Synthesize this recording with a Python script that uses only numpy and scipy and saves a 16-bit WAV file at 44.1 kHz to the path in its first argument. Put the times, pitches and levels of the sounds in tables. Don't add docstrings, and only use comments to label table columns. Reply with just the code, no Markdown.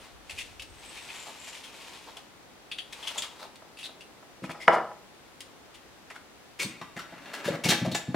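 import sys
import numpy as np
from scipy import signal
from scipy.io import wavfile

SR = 44100
rng = np.random.default_rng(int(sys.argv[2]) if len(sys.argv) > 2 else 0)


def store_pcm(level_fs):
    pcm = np.round(np.clip(level_fs, -1, 1) * 32767).astype(np.int16)
    wavfile.write(sys.argv[1], SR, np.atleast_2d(pcm).T)


N = 359415
TIME = np.arange(N) / SR
BINS = np.fft.rfftfreq(4096, 1 / SR)
BITE_SHARE = 0.41

# f/Hz, level/dB, t60/s (the time to fade by 60 dB)
BRICK_TONES = [(567, -3.5, 0.025), (704, 2.5, 0.031), (832, -3.5, 0.087), (960, -8, 0.013),
               (1676, -8, 0.13), (1987, -5.5, 0.086), (2220, -12, 0.024), (2746, -3.5, 0.06),
               (3250, -7, 0.16), (3683, 0, 0.059), (4335, 0, 0.04), (4300, -11, .08), (4740, -24, 0.22),
               (5640, -3, 0.19), (6000, -14, .07), (7300, -5, 0.053)]


def gain_of(db):
    return 10 ** (np.asarray(db) / 20)


def evened(x):
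    return x / np.sqrt(np.mean(x ** 2) + 1e-20)


def read(points, hz=BINS):
    f, value = np.transpose(points)
    return np.interp(np.log(hz + 1), np.log(f + 1), value)


def add(mix, s, sound):
    part = mix[max(round(s * SR), 0):][:len(sound)]
    part += sound[:len(part)]


def causal(gain):
    log_gain = np.log(np.maximum(np.r_[gain, gain[-2:0:-1]], 1e-5))
    spectrum = np.exp(np.conj(signal.hilbert(log_gain)))
    return np.fft.ifft(spectrum).real[:len(gain)]


def coloured(x, gain):
    return signal.oaconvolve(x, causal(evened(gain)))[:len(x)]


def peak(hz, width):
    return 1 / np.hypot(1, 2 * (BINS - hz) / width)


def radiated(x, low_hz):
    return signal.sosfilt(signal.butter(4, low_hz, "high", fs=SR, output="sos"), x)


def held(t, attack_s, hold_s, release_s):
    return np.clip(t / attack_s, 0, 1) * gain_of(-60 * np.maximum(t - hold_s, 0) / release_s)


def arch(start, length, sag_db):
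    return gain_of(-sag_db * np.minimum((2 * (TIME - start) / length - 1) ** 2, 20))


def waver(size, per_s, depth_db):
    knots = rng.standard_normal(size // 50)
    return gain_of(depth_db * np.interp(TIME[:size] * per_s, np.arange(len(knots)), knots))


def grit(size, per_s, spread_db):
    cracks = rng.random(size) < per_s / SR
    strength = gain_of(spread_db * np.minimum(rng.exponential(1, size), 4))
    direction = np.sign(rng.standard_normal(size))
    return evened(cracks * direction * strength)


def scrapes(rows, colour, release_s, ring_width_hz, per_s, spread_db, catch_db, crumbs_per_s):
    out, t = np.zeros(N), TIME[:SR // 3]
    for s, length, db, hz, ring_db in rows:
        push = gain_of(db) * held(t, BITE_SHARE * length, length, release_s)
        sand = grit(len(t), per_s, spread_db) * waver(len(t), per_s=228, depth_db=catch_db)
        crumbs = gain_of(-5.5) * grit(len(t), crumbs_per_s, spread_db)
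        grains = push * (sand + crumbs)
        grains *= np.linalg.norm(push) / np.linalg.norm(grains)
        ring = np.hypot(1, gain_of(ring_db) * peak(hz, ring_width_hz * np.sqrt(hz / 1000)))
        add(out, s, coloured(grains, colour * ring))
    return out


def blows(rows, tones, scatter, crack_db, crack_t60, travel_s):
    out, t = np.zeros(N), TIME[:SR // 3]
    hz, tone_db, t60 = np.transpose(tones)[:, :, None]
    slowness = np.sqrt(1000 / hz)
    age = np.maximum(t - travel_s * (slowness - slowness.min()), 0)
    for s, db, bright_hz in rows:
        pitch = hz * (1 + scatter * rng.standard_normal(hz.shape))
        ring = (gain_of(tone_db - 60 * age / t60) * np.sin(2 * np.pi * pitch * age)).sum(0)
        crack = gain_of(crack_db - 60 * t / crack_t60) * rng.standard_normal(len(t))
        sound = signal.lfilter(*signal.butter(2, min(bright_hz, SR / 3), fs=SR), ring + crack)
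        crest = abs(signal.hilbert(sound)).max()
        add(out, s, gain_of(db) * sound / crest)
    return out


def stereo(mid, side):
    # f/Hz, side level/dB
    width = [(40, -8.5), (130, -8), (600, -12.5), (1200, -10.5), (2400, -8.5), (4500, -6.5), (8000, -4.5),
             (14000, -5.5)]
    # f/Hz, left over right/dB
    balance = [(60, 3), (250, 1.2), (1000, .6), (3000, 2.2), (6000, 1.6), (14000, 1.8)]
    side = signal.oaconvolve(side, causal(gain_of(read(width))))[:N]
    return np.array([signal.oaconvolve(mid + sign * side, causal(gain_of(sign * read(balance) / 2)))[:N]
                     for sign in (1, -1)])


def reflections(decay, build_s, shorter=1):
    echoes = rng.choice([-1., 1.], SR) * (rng.random(SR) < .15)
    hz, t, bands = signal.stft(echoes, SR, nperseg=256)
    fade = gain_of(-60 * t * shorter / read(decay, hz)[:, None])
    tail = signal.istft(bands * fade, SR)[1]
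    tail *= np.minimum(TIME[:len(tail)] / build_s, 1)
    return tail / np.linalg.norm(tail)


def room(x, decay, wet_db, build_s, side_db):
    angle = 2 * np.pi * TIME
    tail = sum(signal.oaconvolve(x * share(angle), reflections(decay, build_s))[:N]
               for share in (np.sin, np.cos))
    early = signal.oaconvolve(x, reflections(decay, build_s=0.00047, shorter=2))[:N]
    return stereo(x + gain_of(wet_db) * tail, gain_of(side_db) * early)


def air():
    # f/Hz, level/dB
    noise_colour = [(15, -61), (25, -15.5), (59, -6.5), (107, -8), (129, -7), (289, -2.5), (567, -5),
                    (648, -7.5), (703, -5), (1140, -9), (2060, -12.5), (2230, -13), (3170, -16),
                    (3530, -16), (15500, -32)]
    mid, side = (coloured(rng.standard_normal(N), gain_of(read(noise_colour))) for _ in range(2))
    nudges = held(TIME, attack_s=.01, hold_s=0.89, release_s=.8) * waver(N, per_s=21, depth_db=6.5)
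    rumble = np.array([coloured(rng.standard_normal(N), peak(68, 83) ** 3) for _ in range(2)])
    steady = gain_of(-55) * stereo(mid, side * gain_of(7.5))
    return steady + rumble * nudges * gain_of([[-57.5], [-62.5]])


def brick_bumps():
    # t/s, level/dB, treble limit/Hz
    bumps = [(4.42, -30, 450), (4.435, -29.5, 700), (4.488, -34, 320), (6.645, -24, 190),
             (6.818, -40.5, 250), (6.96, -33.5, 350), (7.126, -41.5, 300), (7.454, -26.5, 300),
             (7.494, -22, 400), (7.537, -28, 320), (7.648, -17, 340), (7.683, -17, 450), (7.728, -31, 200),
             (7.814, -16.5, 227), (7.865, -17.5, 260), (7.918, -25.5, 260), (8.08, -18.5, 229)]
    # f/Hz, level/dB, t60/s
    support_tones = [(133, -5.5, 0.13), (150, -5, 0.19), (175.7, 6, 0.086), (257, 3.5, 0.1),
                     (313, -1.5, 0.19), (533, -4, 0.082)]
    thuds = blows(bumps, support_tones, scatter=0.048, crack_db=-4, crack_t60=0.039, travel_s=0.0022)
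    return radiated(thuds, low_hz=134.4)


def brick_ringing():
    power = sum((gain_of(8 + db / 2) * peak(hz, 2.2 / t60)) ** 2 for hz, db, t60 in BRICK_TONES)
    return np.sqrt(1 + power)


def brick_drag(start_s=6.99, length_s=0.57, growth_db_per_s=32):
    # f/Hz, level/dB
    drag_colour = [(59, -39), (100, -20), (304, -2), (352, -13), (407, -3.5), (513, -20), (570, -8),
                   (780, -14.5), (942, -12), (1460, -6), (1880, -8.5), (4090, -19), (15000, -37.5)]
    grinding = grit(N, per_s=3500, spread_db=2.5) * waver(N, per_s=70, depth_db=2)
    t = TIME - start_s
    push = gain_of(-57 + growth_db_per_s * np.clip(t, 0, length_s))
    contact = held(t, attack_s=.03, hold_s=length_s, release_s=0.034)
    return push * contact * coloured(grinding, brick_ringing() * gain_of(read(drag_colour)))


def brick_slips():
    # t/s, length/s, level/dB, ring f/Hz, ring boost/dB
    slips = [(6.589, 0.021, -30.5, 2230, 15), (6.612, 0.019, -32, 8260, 10), (6.812, 0.0034, -42, 1110, 28),
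             (6.962, .012, -40, 1860, 23), (6.986, 0.015, -39.5, 1380, 23.5), (7.331, 0.018, -37, 1580, 19),
             (7.44, 0.028, -35.5, 1690, 19), (7.47, 0.016, -28.5, 520, 30), (7.535, 0.0088, -34.5, 590, 40),
             (7.635, 0.022, -27.5, 2270, 9.5), (7.682, 0.025, -21.5, 3970, 3.5),
             (7.703, 0.013, -24.5, 1730, 23), (7.847, 0.012, -31, 650, 33), (7.914, .006, -36, 3830, 11),
             (7.946, 0.0031, -28, 7250, 12)]
    # f/Hz, level/dB
    clay_grit = [(120, -5.5), (400, 1.5), (750, -11.5), (1200, -2), (1900, -2), (3000, 4.5), (4200, 1),
                 (5500, 1.5), (8000, -3.5), (11000, -8), (16000, -17)]
    return scrapes(slips, brick_ringing() * gain_of(read(clay_grit)), release_s=.15, ring_width_hz=160,
                   per_s=4500, spread_db=2, catch_db=0, crumbs_per_s=200)


def brick_clacks():
    # t/s, level/dB, treble limit/Hz
    clacks = [(6.8135, -30, 1750), (6.968, -30.5, 1520), (7.1235, -34.5, 1420), (7.257, -39, 3000),
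              (7.334, -28, 2000), (7.66, -20, 900), (7.72, -13.5, 1490), (7.948, -17.5, 1840),
              (8.144, -12, 860)]
    return blows(clacks, BRICK_TONES, scatter=0.017, crack_db=4, crack_t60=0.11, travel_s=0.00195)


def rocking(start_s=4.691, first_gap_s=.041, shrink=0.71, loss_db=3.5, bright_hz=850):
    gaps = first_gap_s * shrink ** np.arange(4)
    times = start_s + np.r_[0, np.cumsum(gaps)]
    return [(s, -9.5 - loss_db * bounce, bright_hz) for bounce, s in enumerate(times)]


def plank_knocks():
    # t/s, level/dB, treble limit/Hz
    knocks = [(3.62, -40.5, 890), (3.889, -39.5, 900), (4.227, -41.5, 1000), (4.439, -29.5, 2470),
              (4.494, -29, 2240), (4.506, -31, 2000), (4.548, -35, 885), (4.675, -26, 1000),
              (4.6793, -0.5, 3500), (4.6835, -12.5, 1300), (4.914, -33.5, 1100), (6.106, -36, 3000)]
    # f/Hz, level/dB, t60/s
    plank_tones = [(170, -44, 0.13), (256, -25, 0.057), (330, -16, 0.085), (458, -10, 0.1), (638, 3, 0.04),
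                   (820, -3.5, 0.083), (978, 1.5, 0.05), (1296, 3, 0.047), (1366, -1.5, 0.045),
                   (1497, -2.5, 0.048), (1760, 4, 0.024), (1916, 5.5, 0.02), (2206, 4.5, 0.011),
                   (2890, -6, 0.021)]
    wood = blows(knocks + rocking(), plank_tones, scatter=.005, crack_db=-5, crack_t60=.03, travel_s=.004)
    return radiated(wood, low_hz=188)


def blade_squeals(width_hz=560, sink_hz_per_s=1000):
    # t/s, length/s, starting f/Hz, level/dB
    squeals = [(-.04, 0.086, 9450, -66), (0.739, .48, 8340, -56.5), (1.11, 0.18, 7420, -48.5),
               (1.37, 0.18, 7400, -52), (3.746, 0.12, 9700, -67), (4.552, 0.27, 5150, -57)]
    noise = rng.standard_normal(N) + 1j * rng.standard_normal(N)
    flutter = signal.lfilter(*signal.butter(2, width_hz / 2, fs=SR), noise)
    flutter *= waver(N, per_s=80, depth_db=6)
    out = np.zeros(N)
    for start, length, hz, db in squeals:
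        pitch = hz - sink_hz_per_s * np.clip(TIME - start, 0, length)
        tone = (flutter * np.exp(2j * np.pi * np.cumsum(pitch) / SR)).real
        out += gain_of(db) * arch(start, length, sag_db=11) * evened(tone)
    return out


def gritty_scrapes():
    # f/Hz, level/dB
    grit_colour = [(200, -6), (1300, 0), (1900, 8.5), (2800, 10), (4300, 8), (5500, 5.5), (7500, 3),
                   (10000, 1.5), (13000, -11), (16000, -12)]
    # f/Hz, width/Hz, level/dB
    resonances = [(2570, 100, 3), (3403, 130, 14), (7450, 940, -4), (9400, 53, 6.5)]
    # t/s, length/s, level/dB, ring f/Hz, ring boost/dB
    catches = [ (.294, 0.014, -38.5, 2480, 11.5), (.373, 0.04, -36.5, 2600, 12),
               (.595, .002, -39, 2850, 12), (.62, .002, -40, 3000, -5), (.96, 0.032, -46.5, 2360, 19),
               (1.086, 0.02, -43.5, 2470, 24), (1.63, 0.028, -45.5, 3140, 7), (2.167, .005, -41.5, 2950, 9),
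               (2.714, 0.0088, -36, 2570, 24), (2.718, 0.0059, -37.5, 3430, 20),
               (2.779, 0.014, -35.5, 3180, 20), (2.924, 0.0035, -38, 2350, 8),
               (3.02, 0.024, -41.5, 3100, 22), (3.066, 0.017, -32.5, 3100, 12),
               (3.173, 0.014, -32, 7260, 15), (3.181, .006, -35, 3430, 16), (3.22, 0.0073, -31.5, 3260, 8),
               (3.225, 0.045, -47, 1140, 24), (3.556, .003, -49.5, 3600, 5),
               (3.768, 0.055, -46.5, 2880, 10), (3.826, 0.038, -40.5, 3800, 12.5),
               (4.007, 0.0056, -46, 2840, 13), (4.424, 0.036, -46.5, 2400, 15),
               (4.491, 0.026, -43.5, 2330, 12), (4.598, 0.039, -43.5, 2090, 15.5),
               (4.718, 0.031, -45.5, 4900, 3), (5.405, 0.0027, -38, 3100, 0), (5.738, .02, -51, 2900, 9),
               (6.096, 0.021, -45, 1940, 18.5), (6.146, 0.019, -46.5, 1400, 25)]
    # t/s, level/dB, treble limit/Hz
    flicks = [(.296, -31, 11000), (.596, -32, 4000), (2.715, -25.5, 9000), (2.787, -26.5, 7000),
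              (3.772, -37, 12000), (3.83, -30, 11030), (4.009, -42, 10100)]
    # f/Hz, level/dB, t60/s
    steel_tones = [(2670, 9, 0.027), (2920, -19, 0.04), (3670, -6, 0.043), (4600, 0, .04), (7700, -15, .05),
                   (9600, -12, 0.26)]
    ring_power = sum((gain_of(db) * peak(hz, width)) ** 2 for hz, width, db in resonances)
    colour = np.sqrt(gain_of(read(grit_colour)) ** 2 + ring_power)
    clicks = blows(flicks, steel_tones, scatter=.001, crack_db=-5, crack_t60=0.012, travel_s=0.0011)
    return clicks + scrapes(catches, colour, release_s=0.072, ring_width_hz=236,
                            per_s=8500, spread_db=0.2, catch_db=3, crumbs_per_s=160)


def sawing(tug_s=0.018):
    # t/s, length/s, tearing level/dB, hiss level/dB
    strokes = [(-.16, 0.32, -52, -54), (0.203, 0.42, -64, -52), (.7, .85, -50, -45.5),
               (1.32, 0.37, -52.5, -45.5), (1.537, 0.7, -52, -48.5), (2.891, 0.46, -44.5, -44.5),
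               (3.334, 0.16, -45.5, -51.5)]
    # t/s, level/dB
    clumps = [(.295, -53.5), (1.263, -48.5), (2.065, -44.5), (2.159, -46.5), (3.154, -40), (3.412, -44)]
    # f/Hz, level/dB
    tearing = [(150, -30), (400, -12.5), (600, -9), (900, -3.5), (1400, -9), (2300, -23.5), (4000, -12),
               (9000, -36)]
    # f/Hz, level/dB
    edge = [(900, -32), (1800, -1), (2500, 3.5), (3300, 0.5), (4500, -5.5), (6500, -6.5), (9000, -10),
            (12000, -16.5), (16000, -34)]
    tear_level = edge_level = 0
    for start, length, tear_db, edge_db in strokes:
        pressure = arch(start, length, sag_db=17)
        tear_level = np.hypot(tear_level, gain_of(tear_db) * pressure)
        edge_level = np.hypot(edge_level, gain_of(edge_db) * pressure)
    tugs = sum(gain_of(db) * held(TIME - s, BITE_SHARE * tug_s, tug_s, release_s=0.13) for s, db in clumps)
    tear_colour, edge_colour = gain_of(read(tearing)), gain_of(read(edge))
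    plank_ring = np.hypot(1, gain_of(8) * peak(hz=620, width=490))
    fibres = gain_of(-3) * grit(N, per_s=2500, spread_db=3.5)
    hiss = gain_of(-2.5) * coloured(grit(N, per_s=5000, spread_db=2), edge_colour)
    snaps = gain_of(-12) * coloured(grit(N, per_s=130, spread_db=2.5), edge_colour)
    out = tear_level * coloured(fibres, tear_colour)
    out += tugs * coloured(fibres, tear_colour * plank_ring)
    out += edge_level * (hiss + snaps)
    return out * waver(N, per_s=60, depth_db=2)


def scene():
    # f/Hz, t60/s
    workshop = [(150, 0.34), (500, 0.3), (1000, 0.39), (2000, 0.25), (4000, 0.33), (12000, 0.24)]
    # f/Hz, t60/s
    stove_room = [(150, 0.32), (600, 0.66), (2000, 0.7), (5000, 0.49), (12000, 0.35)]
    cutting = sawing() + blade_squeals() + gritty_scrapes()
    knife = room(cutting, workshop, wet_db=-7, build_s=0.0084, side_db=-0.5)
    knife *= gain_of([[.4], [-.4]])
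    plank = room(plank_knocks(), workshop, wet_db=-7.5, build_s=0.068, side_db=-3)
    bumps = room(brick_bumps(), stove_room, wet_db=-5, build_s=0.017, side_db=-15)
    clay = radiated(brick_drag() + brick_slips() + brick_clacks(), low_hz=113)
    bricks = room(clay, stove_room, wet_db=-8, build_s=0.0027, side_db=-2)
    return knife + plank + bumps + bricks + air()


def record(dry, top_hz=15900):
    treble_cut = signal.firwin(511, top_hz, window=("kaiser", 9), fs=SR)
    return signal.oaconvolve(np.clip(dry, -1, 1), treble_cut[None], "same")


dry = scene()
out = record(dry)
store_pcm(out)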